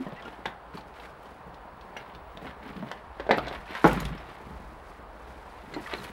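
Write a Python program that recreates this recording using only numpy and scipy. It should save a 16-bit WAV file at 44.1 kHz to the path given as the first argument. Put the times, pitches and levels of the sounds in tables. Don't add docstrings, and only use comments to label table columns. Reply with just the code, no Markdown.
import sys
import numpy as np
from scipy import signal
from scipy.fft import rfft, irfft
from scipy.io import wavfile
from scipy.ndimage import uniform_filter1d

SR = 44100
rng = np.random.default_rng(int(sys.argv[2]) if len(sys.argv) > 2 else 0)


def attenuation_scalar(level_db):
    decades = np.asarray(level_db, float) / 20
    return 10 ** decades


def waveform_to_disk(signal):
    frames = np.transpose(np.atleast_2d(signal))
    scaled = np.clip(frames, -1, 1) * 32767
    samples = np.round(scaled).astype(np.int16)
    wavfile.write(sys.argv[1], SR, samples)


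N = 269892


def evened(x):
    return x / np.sqrt(np.mean(x ** 2) + 1e-20)


def read(points, hz):
    f, value = np.transpose(points)
    return np.interp(np.log(hz + 1), np.log(f + 1), value)


def curve(rows, axis):
    rows = np.array(rows)
    return np.interp(np.arange(N) / SR, rows[:, 0], rows[:, axis])


def add(mix, s, sound):
    part = mix[max(round(s * SR), 0):][:len(sound)]
    part += sound[:len(part)]


def peaked(x, db):
    return attenuation_scalar(db) * x / np.abs(x).max()


def band(x, low_hz, high_hz, order=2):
    sos = signal.butter(order, [low_hz, high_hz], "bandpass", fs=SR, output="sos")
    return signal.sosfilt(sos, x)


def ring(hz, t60, size=6000):
    t = np.arange(size) / SR
    return attenuation_scalar(-60 * t / max(t60, 0.002)) * np.sin(2 * np.pi * hz * t)


def coloured(x, points):
    hz = np.fft.rfftfreq(len(x), 1 / SR)
    return evened(irfft(rfft(x) * attenuation_scalar(read(points, hz)), len(x)))


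# (frequency [Hz], level at 0 dB per octave brightness [dB])
RUBBLE_MODES = [(720, 15), (850, 18.5), (1000, 21), (1230, 14.5), (1500, 19), (1800, 18), (2050, 16),
                (2350, -12), (2750, -24), (3300, -10.5)]


def knock(hz, crunch_db, bright_db, noise):
    crumble_s, rubble_t60, hollow_cycles = 0.005, 0.013, 5
    contact = 0.27 * noise * np.exp(-np.arange(len(noise)) / (crumble_s * SR))
    contact[0] = 3
    modes = np.zeros(1500)
    for (f, db), n in zip(RUBBLE_MODES, noise[::-1]):
        mode = ring(f * (1 + 0.067 * n), rubble_t60, size=1500)
        modes += attenuation_scalar(db + bright_db * np.log2(f / 1000)) * mode * np.sign(n)
    hollow = ring(hz, hollow_cycles / hz, size=1500)
    sound = peaked(signal.fftconvolve(contact, hollow), 0)
    add(sound, 0, peaked(signal.fftconvolve(contact, modes), crunch_db))
    return peaked(band(sound, 195, 4000, order=3), 0)


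# (time [s], direct peak [dB], hollow pitch [Hz],
# crunch relative to the hollow note [dB], brightness [dB per octave])
TILE_KNOCKS = [(0.066, -27, 450, -14, 6), (0.124, -31.5, 704, -8, -3), (0.221, -36.5, 519, 1, -3),
               (0.257, -32.5, 342, 2, -12), (0.456, -17, 467, 7.5, 4.5), (0.738, -38, 495, 4, 2),
               (0.775, -28.5, 810, 3, -6), (0.997, -37, 506, -3, 4), (1.966, -26.5, 428, 12, 8),
               (2.372, -34.5, 760, 10, -5), (2.418, -37, 428, 0, -1), (2.449, -31.5, 580, -0.5, -9),
               (2.826, -29.5, 780, -7, -10), (2.914, -22, 814, 29, 0.5), (3.198, -23, 620, 1, -9),
               (3.266, -22.5, 624, -5.5, -15), (3.292, -13, 700, -11, -9), (3.2965, -13, 580, -7, -2),
               (3.309, -3, 610, -1.5, 8.5), (3.329, -16, 413, -0.5, 0), (3.382, -13.5, 616, -2, 2),
               (3.462, -30, 681, -2, -5), (3.473, -26, 600, -2, -5), (3.512, -25, 712, -10, -12),
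               (3.537, -28, 700, 0, -3), (3.551, -28, 740, 3, -1), (3.706, -31.5, 743, 3, 1),
               (3.722, -30, 743, 4, 1), (3.751, -25, 791, 3, -2), (3.843, -2, 430, -3, -5),
               (3.85, -1.5, 440, -3, -10), (3.855, -11, 383, -8, 11), (3.867, -9, 400, 1, -6),
               (3.974, -23, 330, 0, -6), (4.019, -27, 785, 3, -1), (5.737, -31.5, 301, -3, 6),
               (5.765, -24.5, 322, 1, -26), (5.934, -25.5, 450, 3, -3)]


def knocks():
    echo_db, echo_db_per_db = -2, -0.1384
    out = np.zeros(N)
    noises = rng.standard_normal((len(TILE_KNOCKS), 2500))
    for (s, db, hz, crunch_db, bright_db), noise in zip(TILE_KNOCKS, noises):
        sound = attenuation_scalar(db) * knock(hz, crunch_db, bright_db, noise)
        add(out, s, sound)
        add(out, s, attenuation_scalar(echo_db + echo_db_per_db * (db + 26.5)) * walls(sound))
    return out


# (time [s], direct peak [dB], pitch [Hz], t60 [s])
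PLANK_THUMPS = [(0.0, -25.5, 260, 0.14), (0.064, -33, 185, 0.071), (0.122, -38.5, 149, 0.08),
                (0.247, -43.5, 240, 0.16), (0.462, -40, 333, 0.11), (0.741, -40, 161, 0.085),
                (2.367, -47, 186, 0.13), (2.444, -39, 258, 0.19), (2.655, -39.5, 275, 0.18),
                (2.762, -35, 190, 0.085), (2.799, -34, 174, 0.08), (2.827, -29.5, 207, 0.058),
                (3.306, -22, 217, 0.11), (3.463, -37, 284, 0.062), (3.847, -15, 172, 0.097),
                (3.965, -22.5, 195, 0.061), (4.007, -29, 154, 0.1), (4.051, -29.5, 136, 0.094),
                (4.113, -30.5, 165, 0.12), (5.761, -36, 303.5, 0.17), (5.93, -52, 332, 0.12),
                (6.047, -48, 322, 0.084)]


def thumps():
    push_s = 0.005
    onset = 1 - np.exp(-np.arange(9000) / (push_s * SR))
    out = np.zeros(N)
    for s, db, hz, t60 in PLANK_THUMPS:
        swing = ring(hz, t60, size=9000) + 0.46 * ring(1.355 * hz, 0.62 * t60, size=9000)
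        add(out, s, peaked(swing * onset, db))
    return out + attenuation_scalar(-17) * walls(out)


# (time [s], direct peak [dB], ring [Hz],
# ring amplitude relative to the click before filtering [dB], top frequency [Hz])
DRY_SNAPS = [(0.458, -23, 1810, -14, 4000), (0.7795, -39, 4200, -6, 14000), (2.3734, -32, 3700, -12, 5000),
             (2.916, -26, 1500, -14, 4500), (3.3095, -35, 3800, -12, 6000), (3.752, -29, 1800, -14, 5000),
             (3.8453, -28, 5800, -6, 9000), (3.858, -32, 4000, -10, 14000), (3.876, -32, 5460, -6, 14000),
             (3.884, -34, 6500, -6, 14000), (5.9385, -16, 4100, -14, 3000)]


def snaps():
    snap_t60, low_hz = 0.009, 350
    out = np.zeros(N)
    click = np.eye(1, 800)[0]
    for s, db, hz, ring_db, top_hz in DRY_SNAPS:
        sound = -click - attenuation_scalar(ring_db) * ring(hz, snap_t60, size=800)
        add(out, s, peaked(band(sound, low_hz, top_hz), db))
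    return out + attenuation_scalar(-13) * walls(out)


# (time [s], click peak [dB], ring [Hz],
# treble fizz relative to the click peak [dB], ring relative to the click peak [dB])
SHARD_TICKS = [(0.069, -55, 3030, -26, 6), (0.122, -51, 3570, -25, 1.5), (0.223, -51, 3360, -25, 8.5),
               (0.253, -51, 3020, -25, 9.5), (0.4593, -29, 3580, -22, -6.5), (0.741, -48.5, 4330, -16, -16),
               (0.7713, -45, 4300, -17, 2), (0.8085, -49, 4230, -21, -3), (0.9393, -49.5, 3250, -18, -4.5),
               (0.9986, -40, 3370, -15, -13), (1.0945, -52, 3650, -19, -12), (1.229, -58, 3100, 3, -10),
               (1.256, -50, 3100, -17, 0), (1.5429, -52, 4000, -33, 0.5), (1.8115, -43, 4040, -23, -12),
               (1.968, -42, 2920, -16, 11), (0.3276, -56, 2970, -13, 8), (0.166, -54, 3150, -23, 2),
               (2.149, -40.5, 3190, -16, -7), (2.373, -40.5, 3770, -21, -20), (2.4698, -54, 2950, -8, 11),
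               (2.6778, -46, 3150, -7, -6), (2.688, -47, 3320, -23, -12), (2.7658, -46, 3500, -26, -4),
               (2.8877, -43, 3230, -20, -8), (2.915, -35, 3090, -20, 0.5), (3.2002, -37.5, 3100, -28, -13),
               (3.268, -47, 3750, -24, 1), (3.292, -42, 3050, -31, -12), (3.311, -37, 3930, -11, 15),
               (3.383, -25.5, 3360, -21, -19), (3.4497, -46, 3640, -12, -6), (3.469, -37, 3870, -28, -8),
               (3.4818, -37.5, 3820, -20, 4), (3.5279, -37, 3040, -11, -14), (3.6571, -47, 3150, -18, -6),
               (3.709, -41, 3140, -8, -8), (3.7514, -33, 3080, -23, -6), (3.7983, -43, 3850, -20, -13),
               (3.8442, -40, 3200, -15, -20), (3.857, -30, 3000, -18, -16), (3.875, -35, 3390, -28, -12),
               (3.931, -35, 3520, -25, -15), (4.002, -33, 3800, -31, -12), (4.0523, -30.5, 3530, -32, -16),
               (4.1785, -47, 5000, -20, -3), (4.2794, -53.5, 3700, -15, -9), (5.74, -38.5, 4150, -25.5, -6),
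               (5.899, -45, 3660, -18, -8.5), (6.0407, -39, 3310, 0, -4)]


def ticks():
    burst_t60, ring_t60 = 0.035, 0.0064
    out = np.zeros(N)
    noises = rng.standard_normal((len(SHARD_TICKS), 3000))
    for (s, db, hz, fizz_db, ring_db), noise in zip(SHARD_TICKS, noises):
        burst = noise * attenuation_scalar(-60 * np.arange(3000) / SR / burst_t60)
        fuzzy_ring = signal.fftconvolve(burst, ring(hz, ring_t60, size=400))
        add(out, s, peaked(band(burst, 2110, 4180), db))
        add(out, s, peaked(fuzzy_ring, db + ring_db))
        add(out, s, peaked(band(burst, 4200, 13800, order=3), db + fizz_db))
    return out + attenuation_scalar(-7) * walls(out)


# (time [s], peak [dB], pitch [Hz], t60 [s])
FRAGMENT_PINGS = [(0.162, -41, 1930, 0.088), (.16, -47, 2690, 0.11), (.185, -42, 1970, 0.054),
                  (.256, -36.5, 1408, 0.1), (1.966, -50, 5830, 0.079), (3.464, -49, 3980, 0.12),
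                  (3.482, -59, 8400, .08), (5.738, -42, 4220, .03), (5.738, -49, 7300, 0.025),
                  (5.746, -36, 4150, 0.035), (5.86, -32, 1900, 0.046), (5.875, -35, 1220, .05),
                  (5.981, -41, 4150, 0.05), (5.999, -41, 3950, 0.05), (6.039, -45, 4280, 0.071)]


def pings():
    rub_s = 0.007
    out = np.zeros(N)
    noises = rng.standard_normal((len(FRAGMENT_PINGS), 900))
    for (s, db, hz, t60), noise in zip(FRAGMENT_PINGS, noises):
        rub = noise * np.exp(-np.arange(900) / (rub_s * SR))
        add(out, s, peaked(signal.fftconvolve(rub, ring(hz, t60)), db))
    return out


# (time of peak [s], time to fade 10 dB before stretching [s],
# grit [dB], cloth [dB], plank creak [dB])
FOOT_SCUFFS = [(0.0, .05, -44, -60, -44), (0.09, 0.15, -53.5, -82, -49), (0.2, 0.04, -52, -76, -56),
               (0.275, .06, -51, -69, -47), (0.34, .06, -55, -75, -53), (0.4, .06, -58, -77, -57.5),
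               (0.475, 0.03, -46, -66, -47), (0.762, 0.04, -51.5, -63, -42.5),
               (0.88, 0.02, -64, -67, -60.5), (0.97, 0.03, -51, -67, -52), (1.03, 0.05, -49, -64, -57.5),
               (1.1, 0.02, -62, -69, -62), (1.27, 0.1, -63, -68, -64), (1.5, 0.2, -66, -82, -57),
               (1.88, .1, -70, -75, -59), (2.0, 0.07, -50, -76, -49.5), (2.1, 0.1, -53, -82, -49.5),
               (2.33, 0.1, -60, -75, -60), (2.43, .04, -52, -73, -48), (2.47, 0.0539, -46, -67, -43),
               (2.68, 0.09, -48.5, -73, -44.5), (2.8, 0.04, -50.5, -80, -41.5), (2.88, 0.03, -51, -70, -48),
               (2.94, 0.11, -52, -72, -58), (3.22, .1, -53, -73, -60), (3.34, 0.0271, -32.5, -66, -50),
               (3.38, 0.02, -45, -65, -40), (3.44, 0.07, -44, -72, -44), (3.54, 0.035, -40.5, -60, -48),
               (3.62, .05, -50, -68, -55), (3.71, .06, -43, -64.5, -53), (3.78, .08, -38.5, -59, -48),
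               (3.87, 0.0521, -34, -50, -40), (3.92, 0.0629, -37.5, -53.5, -32.5),
               (3.97, 0.06, -41, -62, -37), (4.02, .04, -38, -56, -45), (4.07, .04, -46, -60, -48),
               (4.14, 0.08, -46.5, -73, -41.5), (4.3, 0.21, -51.5, -68.5, -54),
               (4.55, 0.26, -58, -69.5, -52), (4.72, .1, -65, -73, -62.5), (4.9, 0.08, -55.5, -67, -53.5),
               (5.28, 0.2, -57, -67.5, -60), (5.5, 0.2, -55.5, -69.5, -57), (5.63, 0.14, -58, -70, -55),
               (5.73, 0.07, -50, -69, -56), (5.779, .04, -47, -68, -38), (5.84, .04, -48, -55, -61),
               (5.88, .04, -45, -68, -55), (5.925, .04, -36, -56, -50), (5.98, 0.07, -45, -59, -44),
               (6.045, .04, -43.5, -56, -46), (6.09, .04, -47, -62, -45)]
# (grit [dB], cloth [dB], creak [dB])
STILL_LEVELS = (-82, -85, -58.5)
SCUFF_STRETCH = (1, 1.19, 0.89)


def scuffing():
    rise_share = 0.75
    roundness = 1.33
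    t = np.arange(0, N, 64) / SR
    power = attenuation_scalar(np.array(STILL_LEVELS))[:, None] ** 2
    for s, fade_s, *levels_db in FOOT_SCUFFS:
        distance_s = np.where(t < s, (s - t) / rise_share, t - s)
        away = distance_s / fade_s / np.array(SCUFF_STRETCH)[:, None]
        power = power + attenuation_scalar(np.array(levels_db)[:, None] - 10 * away ** roundness) ** 2
    return [np.interp(np.arange(N) / SR, t, np.sqrt(p)) for p in power]


def grains(per_s, spread_db, ms):
    size = attenuation_scalar(spread_db * np.minimum(rng.exponential(1, N), 4))
    size = size * (rng.random(N) < per_s / SR)
    puff = np.exp(-np.arange(800) / (ms * SR / 1000))
    return signal.oaconvolve(size, puff)[:N] * rng.standard_normal(N)


# (frequency [Hz], relative level [dB])
GRIT_COLOUR = [(150, -33), (400, -5), (900, 2), (2000, 1), (4000, -11), (5500, -24.5), (8000, -57),
               (16000, -70)]
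# (frequency [Hz], relative level [dB])
CLOTH_COLOUR = [(2000, -10), (4500, 9.5), (7000, 3.5), (11000, 2.5), (13500, -2), (15800, -34)]
# (frequency [Hz], relative level [dB])
PLANK_COLOUR = [(80, -15.5), (150, 8), (250, 3), (450, 1.5), (900, -38)]


def shuffle():
    grit_gain, cloth_gain, creak_gain = scuffing()
    grit = grit_gain * coloured(grains(1100, spread_db=4, ms=2.04), GRIT_COLOUR)
    cloth = cloth_gain * coloured(grains(1500, spread_db=1.6, ms=4.8), CLOTH_COLOUR)
    creak = creak_gain * coloured(grains(150, spread_db=3.7, ms=4.8), PLANK_COLOUR)
    return grit + cloth + creak + attenuation_scalar(-8.5) * walls(grit + creak)


# (time [s], peak [dB])
BUCKLE_SHAKES = [(3.8438, -57), (3.8608, -40), (3.8753, -32), (3.9301, -35), (4.0015, -32.5), (4.0509, -39)]
# (frequency [Hz], level before uneven striking [dB], t60 [s])
BUCKLE_MODES = [(5400, -2, .006), (6850, 0, .01), (7900, -2, .006), (9100, -2, .008), (10200, -1, .012),
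                (11200, -2, .006), (12700, -3, .016), (13600, -4, .005)]


def buckle():
    out = np.zeros(N)
    noises = rng.standard_normal((len(BUCKLE_SHAKES), 1500))
    for (s, db), noise in zip(BUCKLE_SHAKES, noises):
        modes = np.zeros(2000)
        for (hz, level, t60), n in zip(BUCKLE_MODES, noise):
            modes += attenuation_scalar(level + 2.8 * n) * ring(hz, t60, size=2000)
        rattle = noise * np.exp(-np.arange(1500) / 250)
        add(out, s, peaked(signal.fftconvolve(rattle, modes), db))
    return out


# (time [s], peak [dB], pitch [Hz], rise [s], fade [dB per s])
FLOOR_BOOM = (3.835, -30, 52, .05, 70)


def boom():
    s, db, hz, rise_s, fade_db = FLOOR_BOOM
    t = np.maximum(np.arange(N) / SR - s, 0)
    swell = np.minimum(t / rise_s, 1)
    fade = attenuation_scalar(db - fade_db * np.maximum(t - rise_s, 0))
    return swell * fade * np.sin(2 * np.pi * hz * t)


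# (frequency [Hz], t60 [s])
WALL_DECAY = [(120, 0.67), (330, 0.17), (870, 0.31), (2300, 0.22), (6000, 0.2)]


def walls(x):
    taps = np.zeros(SR // 2)
    at = np.arange(150, SR // 2 - 20, 20)
    taps[at + rng.integers(0, 20, len(at))] = rng.choice([-1., 1.], len(at))
    hz, t, z = signal.stft(taps, SR, nperseg=256)
    slow = attenuation_scalar(-60 * t / read(WALL_DECAY, hz)[:, None])
    scatter = 0.66 * attenuation_scalar(-60 * t / 0.051)
    tail = signal.istft(z * (slow + scatter), SR, nperseg=256)[1]
    return signal.oaconvolve(x, tail / np.linalg.norm(tail))[:N]


# (frequency [Hz], relative density [dB per Hz])
TRAFFIC_COLOUR = [(12, -24), (20, -20.5), (59, -8), (109, -7.5), (166, -14.5), (352, -8), (705, -1.5),
                  (958, -1.5), (1580, -10.5), (2540, -21), (4430, -30.5), (6360, -43), (10500, -41),
                  (14300, -51), (15500, -62)]


def traffic():
    frames = N // 256 + 5
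    a, b, patches = rng.standard_normal((frames, 513, 3)).T
    patches = uniform_filter1d(patches, 10, 0)
    patches = evened(uniform_filter1d(patches, 16, 1))
    spectrum = (a + 1j * b) * attenuation_scalar(0.68 * patches)
    wash = signal.istft(spectrum, nperseg=1024, noverlap=768)[1][:N]
    return attenuation_scalar(-47.5) * coloured(wash, TRAFFIC_COLOUR)


# (time [s], level [dB])
ENGINE_LEVEL = [(0.0, -54), (0.4, -59.5), (0.82, -54.5), (1.26, -59), (1.46, -54), (2.11, -59), (2.22, -49),
                (2.98, -60), (3.08, -53), (3.6, -44.5), (3.73, -58), (3.9, -50), (4.05, -38), (4.15, -42),
                (4.24, -53), (4.65, -44.5), (4.84, -52.5), (5.11, -50), (6.12, -52.5)]


def rumble():
    engine_hz, wander_hz = 57.2, 14
    lowpass = signal.butter(2, wander_hz, fs=SR, output="sos")
    wander = signal.sosfilt(lowpass, rng.standard_normal((2, N)))
    blur = 0.37 + evened(wander[0]) + 1j * evened(wander[1])
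    tone = (blur * np.exp(2j * np.pi * engine_hz * np.arange(N) / SR)).real
    return attenuation_scalar(curve(ENGINE_LEVEL, axis=1)) * evened(tone)


# (time [s], rms level [dB])
WHINE_LEVEL = [(0.0, -87), (2.1, -79), (2.32, -75), (2.5, -83), (2.88, -80), (3.0, -94), (3.2, -86),
               (4.1, -89), (5.1, -83), (5.6, -91), (6.12, -75.5)]


def whine():
    whine_hz = 15656
    tone = np.sqrt(2) * np.sin(2 * np.pi * whine_hz * np.arange(N) / SR)
    return attenuation_scalar(curve(WHINE_LEVEL, axis=1)) * tone


def scene():
    feet = knocks() + thumps() + ticks() + snaps() + pings() + buckle() + shuffle() + boom()
    return (feet + traffic() + rumble() + whine())[None]


def band_limit(x):
    return signal.sosfilt(signal.butter(12, 16090, fs=SR, output="sos"), x)


def record(dry):
    rounded = 0.76 * np.tanh(dry / 0.8)
    treble_cut = signal.firwin(601, 16000, fs=SR)[None]
    finished = signal.oaconvolve(rounded, treble_cut, "same")
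    return band_limit(finished)


dry = scene()
out = record(dry)
waveform_to_disk(out)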